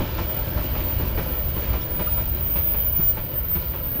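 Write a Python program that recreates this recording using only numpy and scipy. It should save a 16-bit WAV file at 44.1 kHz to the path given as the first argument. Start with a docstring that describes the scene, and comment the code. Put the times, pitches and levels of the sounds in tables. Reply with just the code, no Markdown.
"""Freight train passing

Open wagons roll by at about 35 km/h, some nine metres away in open country. Bodies rumble and boom,
wheels and rails roar and ring, and each pair of axles knocks over a rail joint. Two wheels squeal
very high and drop in pitch as they pass; flanges brush the rail and loose fittings clink."""
import sys
import numpy as np
from scipy import signal
from scipy.fft import irfft
from scipy.io import wavfile
from scipy.ndimage import uniform_filter1d

SR = 44100
rng = np.random.default_rng(int(sys.argv[2]) if len(sys.argv) > 2 else 0)


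def to_wav(s):
    """Save 16-bit WAV."""
    ch = np.atleast_2d(s).T  # columns
    pcm = np.round(np.clip(ch, -1, 1) * 32767)  # PCM
    wavfile.write(sys.argv[1], SR, pcm.astype(np.int16))


N = 176400
TIME_S = np.arange(N) / SR
FREQ_HZ = np.fft.rfftfreq(N, 1 / SR)
SPEED_M_PER_S, DISTANCE_M, SOUND_M_PER_S = 9.747, 9.356, 343


def amp(db):
    """Decibels to gain."""
    return 10 ** (np.asarray(db) / 20)


def unit(x):
    """Scale to rms 1."""
    return x / np.sqrt(np.mean(abs(x) ** 2) + 1e-20)


def level(points):
    """Gain over time from rows of time_s, level_db."""
    return amp(np.interp(TIME_S, *np.transpose(points)))


def colour(points):
    """Spectrum in dB from rows of freq_hz, level_db."""
    hz, db = np.transpose(points)
    return np.interp(np.log(FREQ_HZ + 1), np.log(hz + 1), db)


def noise(spectrum_db):
    """Noise of rms 1 with the given spectral shape."""
    phases = np.exp(2j * np.pi * rng.random(len(FREQ_HZ)))
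    return unit(irfft(amp(spectrum_db) * phases, N))


def drift(rate_hz):
    """Random motion of rms 1, mostly below rate_hz."""
    return noise(-10 * np.log10(1 + (FREQ_HZ / rate_hz) ** 4))


def band(pitch_hz, half_width_hz):
    """Noise in one resonance."""
    return noise(-20 * np.log10(1 + ((FREQ_HZ - pitch_hz) / half_width_hz) ** 2))


def blow(start_s, decay_s, attack_s=.004, hold_s=.014):
    """Envelope of one impact."""
    age_s = TIME_S - start_s
    return np.clip(age_s / attack_s, 0, 1) * np.exp(-np.maximum(age_s - attack_s - hold_s, 0) / decay_s)


def doppler(passing_s):
    """Heard over emitted pitch for a wheel moving along the track."""
    along_m = SPEED_M_PER_S * (TIME_S - passing_s)
    return 1 / (1 + SPEED_M_PER_S / SOUND_M_PER_S * along_m / np.hypot(along_m, DISTANCE_M))


def steel_db():
    """Spectral lift from wheel and rail resonances."""
    # pitch_hz, width_hz, lift_db
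    resonances = [(337, 53, 5), (506, 24, 3), (601, 91, 7), (872, 54, 6.5), (1040, 42, 1), (1347, 120, 4),
                  (1582, 23, 3.5), (1910, 170, 2), (2293, 196, 5), (3720, 63, -2.5)]
    return sum(db / (1 + (2 * (FREQ_HZ - hz) / width_hz) ** 2) for hz, width_hz, db in resonances)


def uneven_treads(x, depth_db=1.82, patch_hz=130, patch_s=.1):
    """Uneven wheel treads make short patches of the spectrum swell and fade."""
    spectrogram = signal.stft(x, nperseg=1024)[2]
    patches = rng.standard_normal(spectrogram.shape)
    for axis, cells in enumerate([patch_hz * 1024 / SR, patch_s * SR / 512]):
        patches = uniform_filter1d(patches, round(cells), axis)
    return unit(signal.istft(spectrogram * amp(depth_db * unit(patches)))[1][:N])


def rolling(surge_db=.6, surge_hz=7.4):
    """Wagon bodies rumble; the roar of wheels and rails and the hiss of their contact surge together."""
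    # spectra: freq_hz, density_db
    rumble_spectrum = [(12, -18), (24, -8.5), (34, -4), (48, -1), (60, 2), (72, -1), (90, -3), (125, -8),
                       (175, -12), (230, -42.5), (500, -61)]
    roar_spectrum = [(100, -15.5), (220, 5), (300, -0.5), (430, -2.5), (520, 0), (700, -6), (800, -10),
                     (1000, -4.5), (1200, -11.5), (1700, -11), (2100, -16.5), (2600, -26), (4000, -37.5),
                     (9000, -63)]
    hiss_spectrum = [(1000, -21), (2100, -16.5), (2400, 3), (3200, 2), (3600, 0.5), (4600, -2.5),
                     (6000, -9), (8000, -16), (10000, -20.5), (16000, -15)]
    # envelopes: time_s, level_db
    rumble_levels = [(0, -27.5), (.5, -27.5), (.9, -26.5), (1.7, -27.5), (2.1, -28), (2.5, -28), (3.2, -29),
                     (4, -30.5)]
    roar_levels = [(0, -34.5), (.5, -34.5), (.85, -35), (1.25, -34.5), (1.5, -36), (1.7, -36), (2.4, -38.5),
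                   (2.9, -39.5), (3.35, -39), (3.6, -39), (4, -38.5)]
    hiss_levels = [(0, -42.5), (.45, -45), (1.2, -45.5), (1.5, -46.5), (1.75, -47), (1.92, -48.5),
                   (2.1, -45.5), (2.45, -48.5), (2.7, -47.5), (2.92, -50.5), (3.1, -49), (3.4, -52),
                   (3.65, -49), (4, -51.5)]
    rumble = level(rumble_levels) * noise(colour(rumble_spectrum))
    roar = level(roar_levels) * uneven_treads(noise(colour(roar_spectrum) + steel_db()))
    hiss = level(hiss_levels) * uneven_treads(noise(colour(hiss_spectrum) + steel_db()))
    return rumble + (roar + hiss) * amp(surge_db * drift(surge_hz))


def wheel_ringing(tuning=.96):
    """Rolling keeps each wheelset ringing; it swells and drops in pitch as it passes."""
    # passing_s, level_db
    wheelsets = [(.4, -49), (1.45, -56.5), (2.35, -59.5), (3.25, -51)]
    # pitch, half_width (each times tuning gives Hz), level_db
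    modes = [(1378, 17, -3), (1568, 13, -6.5), (2349, 34, -1), (2530, 20, -7), (3050, 11, -1),
             (3237, 67, -2.5), (4227, 9.2, -9), (4936, 21, -7)]
    power = sum(amp(db) ** 2 / half_width / (1 + ((FREQ_HZ - pitch) / half_width) ** 2) ** 2
                for pitch, half_width, db in modes)
    out = np.zeros(N)
    for passing_s, db in wheelsets:
        ring = noise(10 * np.log10(power))
        nearness = DISTANCE_M / np.hypot(SPEED_M_PER_S * (TIME_S - passing_s), DISTANCE_M)
        read_index = np.cumsum(tuning * doppler(passing_s)) % N
        out += amp(db) * nearness * np.interp(read_index, np.arange(N), ring)
    return out


def rail_joint():
    """Each axle drops on the joint: the bogie thumps and the wheel clacks."""
    # start_s, thump_db, clack_db, clack_tilt_db_per_octave
    axles = [(0, -24.5, -27.5, -2), (0.176, -33, -31, 2.5), (0.569, -31.5, -32, -0.5),
             (0.747, -37, -28, -3), (0.995, -23, -32, -1.5), (1.172, -29, -26, -2),
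             (1.562, -32, -32.5, -0.5), (1.728, -36, -30, 0), (1.991, -24, -30, 0), (2.172, -31, -30, -2.5),
             (2.554, -27.5, -32.5, 3), (2.735, -36, -33.5, -1.5), (2.989, -24.5, -38, 2),
             (3.168, -29, -33.5, 0), (3.552, -26.5, -37.5, 3), (3.733, -35, -33.5, -2.5),
             (3.987, -28, -46, 5)]
    # freq_hz, density_db
    thump_spectrum = [(40, 3), (90, 6), (135, -21), (170, 12), (240, -27), (340, -3), (450, -22),
                      (700, -38), (2000, -48)]
    clack_spectrum = [(150, 9), (350, -2.5), (520, 3.5), (750, -3), (1000, 2), (1300, -5.5), (1900, -8),
                      (2500, -7), (3500, -12), (5000, -20), (8000, -32), (14000, -56)]
    octaves = np.log2(1 + FREQ_HZ / 1000)  # tilt acts mainly above 1 kHz
    clack_shape_db = colour(clack_spectrum) + .96 * steel_db()
    thump_envelope, clacks = np.zeros((2, N))
    for start_s, thump_db, clack_db, tilt in axles:
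        thump_envelope += amp(thump_db) * blow(start_s, decay_s=.025)
        clacks += amp(clack_db) * blow(start_s, decay_s=.031) * noise(clack_shape_db + tilt * octaves)
    return thump_envelope * noise(colour(thump_spectrum) + steel_db()) + clacks


def squeal_tone(pitch_hz, levels, waver_hz=6, echo_share=.36, flutter_hz=18):
    """A squealing wheel mode wavers slightly; echoes off the wagons make it flutter and drop out."""
    cycles = np.cumsum(pitch_hz + waver_hz * drift(rate_hz=40)) / SR
    paths = 1 + echo_share * (drift(flutter_hz) + 1j * drift(flutter_hz))
    return level(levels) * unit((paths * np.exp(2j * np.pi * cycles)).real)


def wheel_squeal(follow_share=.25, flicker_db=.26):
    """Two passing wheels and a steady tone; the wagons scatter their squeal into a narrow hiss."""
    # passing_s, rest_pitch_hz
    wheels = [(.475, 14669), (3.229, 14692)]
    # envelopes: time_s, level_db
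    first_levels = [(0, -43), (.22, -43), (.32, -32), (.45, -41), (.65, -32), (.78, -39), (.9, -32),
                    (1.2, -38), (1.57, -33), (1.72, -48), (4, -65)]
    second_levels = [(0, -44), (.8, -45), (1.05, -36), (1.27, -43), (1.4, -34), (1.58, -31), (1.72, -37),
                     (2.17, -24), (2.24, -34), (2.3, -24), (2.38, -33), (2.62, -20.5), (2.73, -26),
                     (2.84, -21), (2.91, -27), (2.96, -19), (3.04, -23), (3.09, -15.5), (3.18, -36),
                     (3.3, -34), (3.38, -20), (3.44, -30), (3.53, -24), (3.66, -35), (4, -29)]
    steady_levels = [(0, -37), (.22, -38), (.33, -28), (.52, -38), (.9, -29), (1.13, -39), (1.42, -29),
                     (1.55, -39), (1.73, -32), (1.9, -41), (2.6, -36), (3.2, -46), (4, -50)]
    scatter_levels = [(0, -40), (.7, -37.5), (1.8, -36.5), (2.3, -30.5), (2.7, -27.5), (3, -29),
                      (3.25, -34), (3.6, -31), (4, -32)]
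    # scatter spectrum: freq_hz and matching density_db
    scatter_hz = [11500, 12700, 13600, 13820, 14250, 14400, 14720, 15000, 15200, 15700]
    scatter_db = [-43, -35, -31, -19, -14, -5, 0, -5, -13, -19]
    first_hz, second_hz = (hz * doppler(passing_s) for passing_s, hz in wheels)
    # the hiss leans with the louder wheel's pitch
    centre_hz = np.average([first_hz, second_hz], 0, weights=[level(first_levels), level(second_levels)])
    shift_cycles = np.cumsum(follow_share * (centre_hz - wheels[1][1])) / SR
    hiss = noise(np.interp(FREQ_HZ, scatter_hz, scatter_db, left=-100))
    scatter = (signal.hilbert(hiss) * np.exp(2j * np.pi * shift_cycles)).real
    tones = squeal_tone(first_hz, first_levels) + squeal_tone(second_hz, second_levels)
    tones += squeal_tone(pitch_hz=14753, levels=steady_levels)
    return tones + level(scatter_levels) * amp(flicker_db * drift(rate_hz=7.8)) * scatter


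def body_booms():
    """Jolts set the wagon bodies booming on their springs."""
    # start_s, level_db
    jolts = [(.56, -18.5), (0.798, -25), (1.151, -26.5), (1.701, -22), (2.3, -22.5), (2.54, -24)]
    envelope = sum(amp(db) * blow(start_s, decay_s=.033) for start_s, db in jolts)
    return envelope * band(pitch_hz=59.4, half_width_hz=8.8)


def flange_brushes(relative_width=.26, rolloff_hz_per_db=1200, grain_db=.5):
    """Short grainy swishes as a flange touches the rail."""
    # peak_s, length_s, level_db, centre_hz
    brushes = [(0.648, 0.076, -53, 5960), (0.81, 0.095, -42, 2660), (1.25, 0.078, -52, 4940),
               (1.62, 0.088, -51.5, 5000), (1.648, 0.084, -41.5, 2270), (3.06, 0.062, -51.5, 4800),
               (3.624, 0.079, -52, 4000)]
    swishes = np.zeros(N)
    for peak_s, length_s, db, centre_hz in brushes:
        envelope = np.exp(-(2 * (TIME_S - peak_s) / length_s) ** 2)
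        band_db = -10 * np.log10(1 + ((FREQ_HZ / centre_hz - 1) / relative_width) ** 2)
        swishes += amp(db) * envelope * noise(band_db - FREQ_HZ / rolloff_hz_per_db)
    return swishes * amp(grain_db * drift(rate_hz=140))


def loose_fittings():
    """Loose metal parts rattle briefly in one resonance each."""
    # start_s, pitch_hz, half_width_hz, level_db, decay_s
    clinks = [(1.809, 3500, 190, -45.5, .008), (1.809, 5300, 280, -48, .008), (2.066, 1335, 110, -35, .008),
              (2.785, 3130, 70, -47.5, .04)]
    return sum(amp(db) * blow(start_s, decay_s) * band(hz, half_width_hz)
               for start_s, hz, half_width_hz, db, decay_s in clinks)


def scene():
    """The whole train, in mono."""
    train = rolling() + wheel_ringing() + rail_joint() + wheel_squeal()
    return (train + body_booms() + flange_brushes() + loose_fittings())[None]


def record(dry):
    """Steep low-pass just above the squeal."""
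    cutoff_hz = 15740
    lowpass = signal.firwin(1201, cutoff_hz, window=("kaiser", 9), fs=SR)
    return signal.oaconvolve(dry, lowpass[None], "same")


dry = scene()
out = record(dry)
to_wav(out)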